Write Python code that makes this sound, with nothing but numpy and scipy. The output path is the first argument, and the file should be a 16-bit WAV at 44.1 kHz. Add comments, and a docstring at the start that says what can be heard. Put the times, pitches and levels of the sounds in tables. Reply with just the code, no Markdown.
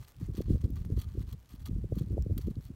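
"""Steel tweezers scratch and pick at a small lump of gritty sediment, outdoors, close to the microphone.
Each short stroke crushes a run of sand grains that ring faintly in the tweezers; single grains snap off.
The tips jab the lump once and click once, and loose sand shifts between the fingers.
A light, gusty wind rumbles and buffets the microphone over a faint, distant hiss."""
import sys
import numpy as np
from scipy import signal
from scipy.fft import rfft, irfft, next_fast_len
from scipy.io import wavfile

SR = 44100
rng = np.random.default_rng(int(sys.argv[2]) if len(sys.argv) > 2 else 0)


def store_wav(level_fs):
    """Save 16-bit WAV to argv[1]."""
    pcm = np.round(np.clip(np.atleast_2d(level_fs), -1, 1) * 32767)
    wavfile.write(sys.argv[1], SR, pcm.T.astype(np.int16))


N = 121275

# eddies passing over the microphone: t/s, relative level/dB, f/Hz
WIND_EDDIES = [(.008, -39.5, 78), (0.216, -34.5, 212), (0.232, -30, 112), (0.29, -34.5, 252),
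               (0.3, -25.5, 113), (.348, -39, 274), (0.383, -32.5, 290), (0.393, -25, 135),
               (0.407, -25.5, 343), (0.416, -43, 87), (.462, -40, 117), (.484, -36, 286),
               (0.506, -19.5, 243), (0.512, -18, 92), (0.53, -51, 250), (0.536, -26.5, 76),
               (.547, -29.5, 226), (0.555, -21, 90), (0.557, -38, 320), (0.573, -42, 326),
               (.601, -43, 75.4), (0.641, -36.5, 290), (0.65, -20, 90), (0.681, -33.5, 180),
               (0.704, -31.5, 214), (0.72, -31, 64.4), (0.777, -31, 80), (0.815, -30.5, 81),
               (0.862, -30, 131), (0.904, -31.5, 283), (0.926, -21, 86), (0.978, -34, 300),
               (1.008, -35, 72), (1.154, -36, 250), (1.177, -33.5, 290), (1.185, -27, 102),
               (1.208, -35.5, 199), (1.242, -35, 80.5), (1.283, -34.5, 77), (1.34, -32.5, 106.5),
               (1.543, -38.5, 181), (1.696, -30, 204), (1.715, -26, 97), (1.765, -36.5, 243),
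               (1.79, -32, 161), (1.844, -34, 323), (1.855, -32.5, 113), (1.924, -27, 372),
               (1.931, -27, 84.5), (1.969, -35, 312), (1.976, -24.5, 152), (2.012, -31, 270),
               (2.019, -21, 125), (2.044, -33.5, 161), (2.076, -31.5, 119), (2.109, -31, 236),
               (2.129, -23, 82.5), (2.149, -36.5, 275), (2.172, -29, 320), (2.181, -26.5, 436),
               (2.194, -25.5, 73), (2.209, -28, 66), (2.265, -30.5, 318), (2.27, -30, 82),
               (2.3, -35.5, 327), (2.309, -34.5, 338), (2.323, -22.5, 76), (2.372, -28.5, 194),
               (2.385, -31, 67), (2.393, -37.5, 306), (2.475, -31, 240), (2.484, -26.5, 288),
               (2.511, -28, 147), (2.57, -36, 233), (2.588, -28.5, 107), (2.706, -32, 171)]
# spectrum of crushed grit: f/Hz, relative level/dB
GRIT_SPECTRUM = [(500, -3), (1100, 10.5), (1700, 6), (2600, 3), (4000, 4.5), (6200, 4), (7800, 0),
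                 (9200, 1), (10500, -5), (11700, 2.5), (15500, 2)]


def from_db(db):
    """Decibels to gain."""
    return 10 ** (np.asarray(db) / 20)


def rms_one(x):
    """Scale to unit rms."""
    return x / np.sqrt(np.mean(x ** 2) + 1e-20)


def seconds():
    """Time of every sample."""
    return np.arange(N) / SR


def colour(x, spectrum):
    """Minimum-phase filter with the given spectrum and unit gain for white noise."""
    size = 2 * next_fast_len(N)
    bin_hz = np.maximum(np.arange(size // 2 + 1) * SR / size, 1)
    hz, db = np.transpose(spectrum)
    gain = rms_one(from_db(np.interp(np.log(bin_hz), np.log(hz), db)))
    cepstrum = irfft(np.log(gain))[:size // 2]
    response = np.exp(2 * rfft(cepstrum, size) - cepstrum[0])
    return irfft(rfft(x, size) * response)[:N]


def drift(hz):
    """Smooth random wander with unit rms."""
    r = np.exp(-2 * np.pi * hz / SR)
    return rms_one(signal.lfilter([1], [1, -2 * r, r * r], rng.standard_normal(N + SR))[SR:])


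def ring(x, hz, t60):
    """One decaying mode, driven by x."""
    r, w = np.exp(-np.log(1000) / (t60 * SR)), 2 * np.pi * hz / SR
    return signal.lfilter([0, np.sin(w)], [1, -2 * r * np.cos(w), r * r], x + 1e-18)


def distant_air(level_db=-66.5):
    """The faint, steady hiss of the open air, far from the microphone."""
    # spectrum of the hiss: f/Hz, relative level/dB
    air_spectrum = [(100, 18.5), (400, 9), (2000, -1.5), (4000, -6), (15500, -12.5)]
    return from_db(level_db) * colour(rng.standard_normal(N), air_spectrum)


def wind_rumble(flutter_db=5, flutter_hz=13.3):
    """Moving air at the microphone, following the gusts with a quick random flutter."""
    # wind strength between buffets: t/s, level/dB
    gusts = [(0, -47), (.13, -60), (.23, -39.5), (.46, -38.5), (0.519, -24), (.61, -34), (1.33, -44.5),
             (1.42, -56.5), (1.65, -45), (1.708, -37), (2.3, -33.5), (2.66, -44.5)]
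    # spectrum of wind on the microphone: f/Hz, relative level/dB
    rumble_spectrum = [(22, -30.5), (40, 6), (62, 7), (120, -2.5), (200, -13.5), (400, -35.5), (800, -65.5)]
    gust_db = np.interp(seconds(), *np.transpose(gusts)) + flutter_db * drift(flutter_hz)
    return from_db(gust_db) * colour(rng.standard_normal(N), rumble_spectrum)


def eddy_wakes(gain_db=-17.5, half_length_s=.022):
    """Each eddy breaks up at the microphone into a short flurry of smaller swirls."""
    # spectrum of the rough air in a wake: f/Hz, relative level/dB
    wake_spectrum = [(50, -14), (170, 6.5), (450, -12), (1000, -48)]
    t, power = seconds(), np.zeros(N)
    for s, db, _ in WIND_EDDIES:
        near = np.abs(t - s) < half_length_s
        swell = np.cos(np.pi / 2 * (t[near] - s) / half_length_s)
        power[near] += (from_db(db + gain_db) * swell) ** 2
    return np.sqrt(power) * colour(rng.standard_normal(N), wake_spectrum)


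def eddy_buffets(gain_db=3, slowing=.4, width_cycles=.62):
    """Each eddy buffets the microphone with one pressure swing, quick at first and slower at its end; small
    ones swing quicker."""
    t, out = seconds(), np.zeros(N)
    for s, db, hz in WIND_EDDIES:
        near = np.abs(t - s) * hz < 5
        cycles = (t[near] - s) * hz
        swing = cycles - slowing * np.log(np.cosh(cycles))
        envelope = from_db(db + gain_db) / np.cosh(cycles / width_cycles) ** 3
        out[near] -= envelope * np.sin(2 * np.pi * swing)
    return out


def wind(low_cut_hz=39):
    """Wind on the microphone: rumble and wakes with the deepest bass cut, plus the buffets."""
    low_cut = signal.butter(4, low_cut_hz, "high", fs=SR, output="sos")
    return signal.sosfilt(low_cut, wind_rumble() + eddy_wakes()) + eddy_buffets()


def uneven_hiss(wander_db=2, wander_hz=90):
    """White noise whose colour shifts from grain to grain."""
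    edges_hz = (0, 2600, 5500, 10500, SR)
    white, hz = rfft(rng.standard_normal(N)), np.fft.rfftfreq(N, 1 / SR)
    bands = [irfft(white * ((hz >= low) & (hz < high)), N) for low, high in zip(edges_hz, edges_hz[1:])]
    return sum(band * from_db(wander_db * drift(wander_hz)) for band in bands)


def grains(per_s, spread_db=3.6, grain_s=.00042):
    """Grains of uneven size crumble at random: a fine, soft-edged crackle; unit rms."""
    sizes = from_db(spread_db * np.minimum(rng.exponential(1, N), 3))
    cracks = sizes * (rng.random(N) < per_s / SR)
    decay = np.exp(-2 / (grain_s * SR))
    power = signal.filtfilt([1], [1, -decay], cracks ** 2 + 1e-18, padtype=None)
    return rms_one(np.sqrt(power) * uneven_hiss())


def loose_sand(level_db=-77):
    """Sand shifts faintly between the fingers."""
    return from_db(level_db) * colour(grains(per_s=84), GRIT_SPECTRUM)


def tip_click(at_s=2.2238, touch_db=-46):
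    """The steel tips touch lightly and ring for a few milliseconds."""
    # modes of the tips: f/Hz, relative level/dB, t60/s
    tip_modes = [(5670, -1, 0.0074), (7160, -1, 0.0054), (12800, -5, 0.003), (15100, -7, 0.0036)]
    touch = from_db(touch_db) * (np.arange(N) == int(at_s * SR))
    return sum(from_db(db) * ring(touch, hz, t60) for hz, db, t60 in tip_modes)


def jab(at_s=.8497, impulse_db=-17.5, dull_hz=600):
    """The tip jabs once: a dry click, dulled by the soft lump."""
    impulse = from_db(impulse_db) * (np.arange(N) == int(at_s * SR))
    return signal.lfilter(*signal.butter(1, dull_hz, fs=SR), impulse)


def brighten(x, db, shelf_hz=6000):
    """Treble shelf: a harder contact sounds brighter."""
    treble = signal.lfilter(*signal.butter(1, shelf_hz, "high", fs=SR), x)
    return x + (from_db(db) - 1) * treble


def snapping(gain_db=-7.5, rise_decay_s=.0005, q=1.4, broad_share=.25):
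    """Larger grains break loose with one sharp tick each, coloured around a pitch of its own; the tick at 0.854
    s is the bright edge of the jab."""
    # grains snapping off, and at 0.854 s the bright edge of the jab: t/s, relative level/dB, f/Hz
    snaps = [(0.051, -52, 3420), (0.0833, -39, 11900), (0.091, -53, 4400), (0.352, -42.5, 5040),
             (.3588, -43, 6070), (.4203, -39, 4560), (0.705, -42, 13000), (.854, -43.5, 13000),
             (0.9244, -52, 14900), (0.988, -43, 9000), (1.227, -45, 7000), (1.326, -61, 2980),
             (1.459, -51, 5050), (1.661, -35.5, 6940), (1.686, -46.5, 3540), (1.781, -59, 6160),
             (2.022, -47, 4260), (2.1, -54, 6000), (2.381, -31, 12500), (2.421, -46, 4500),
             (2.556, -49.5, 3130), (2.653, -40, 14500)]
    t, out = seconds(), np.zeros(N)
    for s, db, hz in snaps:
        near = np.abs(t - s) < 10 * rise_decay_s
        envelope = np.exp(-np.abs(t[near] - s) / rise_decay_s)
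        burst = envelope * rng.choice([-1, 1], N)[near]
        tick = signal.lfilter(*signal.iirpeak(hz, q, fs=SR), burst) + broad_share * burst
        out[near] += from_db(db + gain_db) * burst.std() * rms_one(tick)
    return out


def scraping(gain_db=-1, attack_s=.0027, release_s=.0044, rub_share=.22):
    """Each stroke bites, drags through the grains with some smooth rubbing, and lets go."""
    # drags of the tips over the lump: t/s, length/s, relative level/dB, treble shelf/dB
    strokes = [(0.0, 0.05, -62, 1.5), (0.074, 0.018, -60.5, 1.5), (0.098, 0.023, -64, 2),
               (0.197, 0.069, -63, -1), (0.333, 0.072, -62, -4), (0.363, 0.018, -58, 5),
               (0.412, 0.0027, -56.5, 7), (0.45, 0.061, -65.5, -11), (0.515, 0.052, -62.5, -11),
               (0.607, 0.013, -57.5, -3.5), (0.637, 0.0092, -56, -6), (0.755, 0.018, -57.5, -5.5),
               (0.774, 0.048, -68.5, -1), (0.965, 0.084, -63, 2), (0.99, 0.0096, -51.5, 2),
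               (1.012, 0.0081, -56.5, 11.5), (1.078, 0.12, -68, -5), (1.192, 0.037, -62, -2.5),
               (1.267, 0.047, -61.5, -3.5), (1.323, 0.0084, -56.5, 4.5), (1.486, .052, -62, 1),
               (1.546, 0.015, -61.5, -1.5), (1.591, 0.038, -69, 5), (1.652, 0.023, -54, 4),
               (1.939, 0.1, -66, -10), (1.951, 0.026, -65.5, 9), (1.98, 0.015, -57, 5.5),
               (2.373, 0.058, -67.5, 5), (2.376, 0.0055, -55, 12.5), (2.402, 0.051, -68, -2.5),
               (2.412, 0.011, -61.5, 7.5), (2.465, 0.0061, -63, 3), (2.499, 0.014, -64.5, 1),
               (2.61, 0.08, -73, 9)]
    t, power, weighted_treble = seconds(), np.full(N, 1e-18), 0
    for start, length, db, treble_db in strokes:
        bite = np.clip((t - start) / attack_s, 0, 1)
        release = np.exp(-np.maximum(t - start - length, 0) / release_s)
        stroke_power = (from_db(db + gain_db) * bite * release) ** 2
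        power += stroke_power
        weighted_treble += stroke_power * treble_db
    crunch = rms_one(grains(per_s=1400) + rub_share * rng.standard_normal(N))
    return brighten(np.sqrt(power) * crunch, weighted_treble / power)


def tweezers(contact):
    """The crunch reaches the microphone directly and through the finger-damped steel arms."""
    # how strongly the arms ring as the grip changes: t/s, relative level/dB
    grip = [(.24, -5), (.37, 0.5), (.55, -3.5), (1.02, 2), (1.25, -10.5), (1.66, 2.5), (2.0, 0.5),
            (2.6, 0.5)]
    # modes of the arms: f/Hz, relative level/dB, t60/s
    arm_modes = [(1250, -31.5, 0.046), (2104, -43.5, 0.09), (3424, -32, 0.019), (4140, -45.5, 0.0074),
                 (4350, -28, 0.0083), (4580, -31.5, 0.02), (13400, -29.5, 0.0028)]
    drive = contact * from_db(np.interp(seconds(), *np.transpose(grip)))
    arms = sum(from_db(db) * ring(drive, hz, t60) for hz, db, t60 in arm_modes)
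    return colour(contact, GRIT_SPECTRUM) + arms


def scene():
    """One microphone outdoors: tweezers up close, over loose sand, distant air and wind."""
    background = loose_sand() + distant_air() + wind()
    picking = tweezers(scraping() + snapping()) + tip_click() + jab()
    return (background + picking)[None]


def record(dry, cutoff_hz=15750):
    """A steep low-pass takes the very top off the microphone signal."""
    return signal.sosfilt(signal.ellip(10, .2, 80, cutoff_hz, fs=SR, output="sos"), dry)


dry = scene()
out = record(dry)
store_wav(out)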